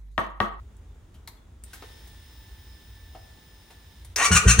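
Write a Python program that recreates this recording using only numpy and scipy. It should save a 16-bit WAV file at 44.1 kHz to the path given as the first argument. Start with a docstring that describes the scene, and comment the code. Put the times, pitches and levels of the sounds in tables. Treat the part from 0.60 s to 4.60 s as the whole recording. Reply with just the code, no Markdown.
"""A motorcycle switched on and cranked in a yard, a little left of a stereo microphone.
Key and relays click, the pump whirrs and the electrics whine. At 3.56 s the solenoid snaps in and the
starter gears grind against the casing, slowing on each compression, while the cylinders thump through
the pipes. Behind it are a low distant rumble, still air and two faint, far chirps."""
import sys
import numpy as np
from scipy import signal
from scipy.fft import rfft, irfft
from scipy.io import wavfile

SR = 44100
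rng = np.random.default_rng(int(sys.argv[2]) if len(sys.argv) > 2 else 0)


def file_out(sig):
    """Save sig as 16-bit WAV at sys.argv[1]."""
    # one column per channel
    cols = np.atleast_2d(sig).T
    # limit, then scale
    lim = np.clip(cols, -1, 1)
    pcm = np.round(lim * 32767).astype(np.int16)
    wavfile.write(sys.argv[1], SR, pcm)


N = 176400
T, HZ = np.arange(N) / SR, np.fft.rfftfreq(2 * N, 1 / SR)
POWER_ON_S = 1.04


def amp(db):
    """Decibels to gain."""
    return 10 ** (np.asarray(db) / 20)


def unit(x):
    """Scales to rms 1."""
    return x / np.sqrt(np.mean(x ** 2) + 1e-20)


def curve(rows, column=1):
    """One column of a table through time."""
    rows = np.array(rows)
    return np.interp(T, rows[:, 0], rows[:, column])


def spectrum(rows, hz):
    """A table interpolated on a log-frequency axis."""
    freqs, values = np.transpose(rows)
    return np.interp(np.log(hz + 1), np.log(freqs + 1), values)


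def shape(x, gain):
    """Filters by a frequency response."""
    return irfft(rfft(x, 2 * N) * gain)[..., :N]


def band(x, lo_hz, hi_hz):
    """Causal band-pass."""
    return signal.sosfilt(signal.butter(2, [lo_hz, hi_hz], 'band', fs=SR, output='sos'), x)


def wander(hz):
    """Random motion of rms 1, mostly slower than hz."""
    return unit(shape(rng.standard_normal(N), 1 / (1 + (HZ / hz) ** 4)))


def add(mix, start_s, sound):
    """Mixes a sound in at a time."""
    part = mix[round(start_s * SR):][:len(sound)]
    part += sound[:len(part)]


def wash(colour, alike_hz):
    """Diffuse noise, alike in both channels below alike_hz."""
    common, apart = rng.standard_normal((2, N))
    coherence = .25 + .75 / (1 + (HZ / alike_hz) ** 2)
    gain = amp(spectrum(colour, HZ))
    right = shape(common, gain * coherence) + shape(apart, gain * np.sqrt(1 - coherence ** 2))
    return unit(np.array([shape(common, gain), right]))


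def yard(x, wet_db):
    """Direct sound from slightly left, quick reflections off bike and ground, and a short tail."""
    # reverberation of the yard: f/Hz, t60/s
    decay = [(100, 0.55), (500, 1), (2000, 0.51), (6000, 0.32), (14000, 0.32)]
    n, right_lag_s = SR // 2, 33e-6
    t = np.arange(n) / SR
    late, early = rng.standard_normal((2, 2, n)) * (rng.random((2, 2, n)) < .1) * (t > .002)
    hz, frame_s, frames = signal.stft(late, SR, nperseg=256)
    tail = signal.istft(frames * amp(-60 * frame_s / spectrum(decay, hz)[:, None]), SR, nperseg=256)[1]
    echo = (amp(wet_db) * unit(tail[:, :n]) + amp(-5) * unit(early * np.exp(-t / .016))) / np.sqrt(n)
    direct = np.array([x, shape(x, np.exp(-2j * np.pi * np.minimum(HZ, 8000) * right_lag_s))])
    return (direct + signal.fftconvolve(x[None], echo, axes=1)[:, :N]) * amp([[1], [-1]])


def background():
    """A distant rumble that dips briefly twice, under the soft hiss of still air."""
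    # course of the rumble: t/s, level/dB
    rumble_level = [(0, -44), (.85, -47.5), (1.5, -48), (1.95, -49.5), (2.15, -47.5), (2.21, -56),
                    (2.3, -45.5), (2.7, -48.5), (2.77, -56.5), (3.38, -51), (3.45, -46)]
    # spectra of rumble and air: f/Hz, level/dB
    rumble_colour = [(20, -37), (36, 1), (54, 15.5), (70, 9), (88, 8), (120, -4.5), (200, -32), (400, -90)]
    air_colour = [(76, -10), (130, 0), (412, -7.5), (554, -13), (1130, -15.5), (1440, -18), (3450, -29),
                  (4210, -39), (6780, -27), (15000, -45)]
    rumble = wash(rumble_colour, alike_hz=850) * amp(curve(rumble_level))
    return rumble + wash(air_colour, alike_hz=413) * amp(-59.5 + .5 * wander(12))


def clicks():
    """Key, relays, solenoid and dull knocks: bursts of contact noise, each with one resonance."""
    # contacts: t/s, bass/dB, middle/dB, treble/dB, t60/s, ring/Hz, ring/dB
    contacts = [(.167, -78, -74, -55, 0.0093, 8500, -46), (.541, -60.5, -61.5, -62.5, 0.13, 3050, -65),
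                (.6745, -53, -40, -39, 0.036, 4020, -39), (.679, -54, -65, -48, 0.065, 990, -45.5),
                (1.037, -59, -49, -43, 0.024, 8700, -35.5), (1.131, -51.5, -47, -43.5, 0.15, 1465, -48),
                (1.222, -41, -46, -63, 0.072, 452, -37.5), (1.471, -57.5, -65, -52, 0.085, 3460, -71),
                (2.547, -46, -56, -77, 0.11, 684, -44), (3.103, -56.5, -53.5, -57.5, 0.15, 778, -59),
                (3.447, -56.5, -51, -44.5, 0.035, 9400, -44.5),
                (3.5595, -32.5, -26.5, -23, 0.032, 5570, -15)]
    out, t, rise_s = np.zeros(N), np.arange(SR // 4) / SR, .0016
    for start_s, bass_db, mid_db, top_db, t60, hz, ring_db in contacts:
        bands = [(250, 1100, bass_db), (1200, 4500, mid_db), (5000, 14500, top_db),
                 (hz * .9, hz * 1.1, ring_db)]
        burst = sum(amp(db) * unit(band(rng.standard_normal(len(t)), lo, hi)) for lo, hi, db in bands)
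        add(out, start_s, burst * np.minimum(t / rise_s, 1) * amp(-60 * t / t60))
    return yard(out, wet_db=-7)


def birds():
    """Far, reverberant chirps, each arching in pitch and level."""
    # calls: t/s, length/s, f/Hz, level/dB
    chirps = [(0.255, 0.086, 3540, -79), (0.768, 0.014, 3430, -61)]
    out = np.zeros(N)
    for start_s, length_s, hz, db in chirps:
        arch = np.sin(np.pi * np.arange(0, length_s, 1 / SR) / length_s)
        cycles = np.cumsum(hz * (.97 + .04 * arch)) / SR
        add(out, start_s, amp(db) * arch * np.sin(2 * np.pi * cycles))
    return yard(out, wet_db=1)


def pump():
    """The pump's fluttering whirr, which dies away as the starter engages."""
    # course of the whirr: t/s, level/dB
    level = [(1.03, -71), (1.07, -58.5), (1.25, -52.5), (1.5, -55.5), (2.4, -57), (3.43, -58),
             (3.54, -60.5), (3.6, -112)]
    # spectrum of the whirr: f/Hz, level/dB
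    colour = [(350, -75), (850, -1.5), (1250, -12.5), (1850, -1.5), (2400, -7), (3700, 0), (4200, -6.5),
              (5500, -7), (8200, -14.5), (9500, -6.5), (11000, -23), (16000, -8)]
    return wash(colour, alike_hz=870) * amp(curve(level) + .44 * wander(110))


def electrics():
    """A thin, sagging whine whose partials waver separately in each channel."""
    # course of the whine: t/s, f/Hz, level/dB
    whine = [(1.04, 1823, -73), (1.22, 1788, -63.5), (1.8, 1762, -61.5), (2.4, 1766, -62.5),
             (2.9, 1759, -63.5), (3.42, 1748, -66.5), (3.5, 1730, -102)]
    # its partials: multiple of f, level/dB
    partials = [(.5, -11), (1, -2), (2.125, -12), (2.936, -3), (5.872, -16), (8.81, -2)]
    cycles = np.cumsum(curve(whine) * (1 + .00095 * wander(70))) / SR
    tones = [sum(amp(db + 3.2 * wander(4)) * np.cos(2 * np.pi * k * cycles) for k, db in partials)
             for channel in range(2)]
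    return np.array(tones) * amp(curve(whine, column=2)) * (T > POWER_ON_S)


def servo():
    """A small motor winds up in one faint, unsteady tone."""
    # motor tone: t/s, f/Hz, level/dB
    glide = [(1.42, 1740, -84), (1.53, 1827, -73), (1.7, 2130, -80), (1.8, 2200, -90)]
    cycles = np.cumsum(curve(glide) * (1 + .0106 * wander(106))) / SR
    return np.cos(2 * np.pi * cycles) * amp(curve(glide, column=2)) * (T > POWER_ON_S)


def starter():
    """Meshing teeth and their rattle ring the casing, louder and brighter under compression."""
    # starter speed: t/s, tooth rate/Hz
    speed = [(3.56, 250), (3.6, 695), (3.615, 722), (3.624, 940), (3.645, 968), (3.653, 1140), (3.68, 1160),
             (3.711, 1430), (3.747, 1450), (3.768, 1260), (3.78, 1160), (3.82, 1150), (3.875, 1590),
             (3.903, 1410), (3.918, 1250), (3.945, 1200), (3.985, 1610), (4.0, 1520)]
    # load on the gears: t/s, level/dB
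    load = [(3.56, -32.5), (3.58, -22), (3.605, -17), (3.665, -22), (3.68, -33.5), (3.708, -47),
            (3.717, -14.5), (3.745, -24.5), (3.772, -13.5), (3.79, -37), (3.83, -48), (3.872, -29.5),
            (3.883, -19), (3.912, -21.5), (3.93, -28), (3.96, -42), (3.984, -37), (3.992, -20),
            (4.0, -16.5)]
    # treble against the rest: t/s, level/dB
    treble = [(3.58, -3), (3.61, -10), (3.66, 5), (3.71, -12.5), (3.73, 2), (3.765, 3), (3.81, 0.5),
              (3.865, -7), (3.886, 2.5), (3.913, 6.5), (3.97, -6.5), (4.0, 3.5)]
    # gear tones: multiple of the tooth rate, level/dB
    orders = [(1, 2), (1.2, -3), (2, -1), (3, -6), (4, -1), (5, -1), (6, -5), (7, -10), (8, -12)]
    # colour of the engine casing and covers: f/Hz, level/dB
    casing = [(150, -10), (320, -10), (450, -4), (720, -8.5), (1100, 2), (1450, 0.5), (2050, 0), (2700, 3),
              (3300, -6), (4300, -4), (5100, -10.5), (5800, -0.5), (6450, 5), (7400, -1), (9300, -1),
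              (10200, -11), (11000, -22), (15000, -16.5)]
    # casing resonances: f/Hz, width/Hz, level/dB
    rings = [(1155, 25, -2), (1450, 28, 1), (1900, 28, 3), (2312, 32, 0), (2720, 35, -5), (4300, 70, -3),
             (5728, 32, 2), (6176, 16, 3), (6368, 28, 0), (9400, 55, -2)]
    gear_db, rattle_db, grit_db, jitter, singing_hz, treble_hz = -1.5, -3, 2, .0093, 900, 2640
    engaged = T > speed[0][0]
    teeth = np.cumsum(curve(speed) * (1 + jitter * wander(300))) / SR
    gears = sum(amp(db) * (1 + .41 * wander(72)) * np.cos(2 * np.pi * (k * teeth + rng.random()))
                for k, db in orders)
    gears *= np.minimum(curve(speed) / singing_hz, 1) ** 2  # slow teeth only rattle; fast ones sing
    rattle = rng.standard_normal(N) * (.5 + np.exp(-2 * (teeth % 1))) * amp(grit_db * wander(330))
    ringing = 1 + sum(amp(db) / (1 + 2j * (HZ - hz) / width) for hz, width, db in rings)
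    body = amp(spectrum(casing, HZ)) * ringing * HZ ** 2 / (HZ ** 2 + 120 ** 2)
    gears, rattle = shape(gears, body), shape(rattle, body)
    grind = amp(gear_db) * gears / np.std(gears[engaged]) + amp(rattle_db) * rattle / np.std(rattle[engaged])
    low = shape(grind, 1 / (1 + (HZ / treble_hz) ** 8))
    grind = low + (grind - low) * amp(curve(treble))
    return yard(grind * amp(curve(load)) * engaged, wet_db=-4.5)


def cylinders():
    """Each gulp of gas rushes in and runs up and down the ringing pipe, weaker and duller each trip."""
    # cylinder pulses: t/s, level/dB, width/s, pipe pitch/Hz, share echoed, push 1 or pull -1
    pulses = [(3.7116, -20.5, 0.0018, 95, 0.13, -1), (3.7182, -14, 0.0026, 82.2, 0.78, 1),
              (3.757, -14, 0.0026, 63.5, 0.38, -1), (3.871, -3.5, 0.0029, 60.5, 0.72, -1),
              (3.9985, -4, 0.0034, 62, .6, -1)]
    # pipe resonances: f/Hz, width/Hz, level/dB
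    rings = [(189.4, 25, 11.5), (452, 24, 14.5)]
    dull_hz, notch_hz, notch_q = 423, 131, 4.3
    gulp_db, gulp_lead_s, gulp_s = -21.5, .0066, .014
    thumps, gulps = np.zeros((2, N))
    for at_s, db, width_s, hz, echoed, sign in pulses:
        u = (T - at_s) / width_s
        pulse = sign * amp(db) * (1 - u * u) * np.exp(-u * u / 2)
        round_trip = echoed * np.exp(-2j * np.pi * HZ / hz - (HZ / dull_hz) ** 2)
        thumps += shape(pulse, 1 / (1 - round_trip))
        gulps += amp(db + gulp_db) * np.exp(-abs(T - at_s + gulp_lead_s) / gulp_s)
    pipe = 1 + sum(amp(db) / (1 + 1j * (HZ ** 2 - hz ** 2) / (width * HZ + 1)) for hz, width, db in rings)
    rush = unit(band(shape(rng.standard_normal(N), pipe), 110, 393)) * gulps
    detuning = 1j * notch_q * (HZ / notch_hz - notch_hz / (HZ + 1))
    notch = detuning / (1 + detuning)
    low_cut = HZ ** 4 / (HZ ** 4 + 36 ** 4)
    thumps = shape(thumps, pipe * notch * low_cut)
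    return thumps + yard(rush + amp(-18) * thumps, wet_db=-10)


def scene():
    """The motorcycle and its surroundings as they reach the microphone."""
    motorcycle = starter() + cylinders() + clicks() + electrics() + servo() + pump()
    return motorcycle + background() + birds()


def record(dry):
    """The recorder's band limit at 15.9 kHz."""
    return signal.oaconvolve(dry, signal.firwin(511, 15900, window=("kaiser", 9), fs=SR)[None], "same")


dry = scene()
out = record(dry)
file_out(out)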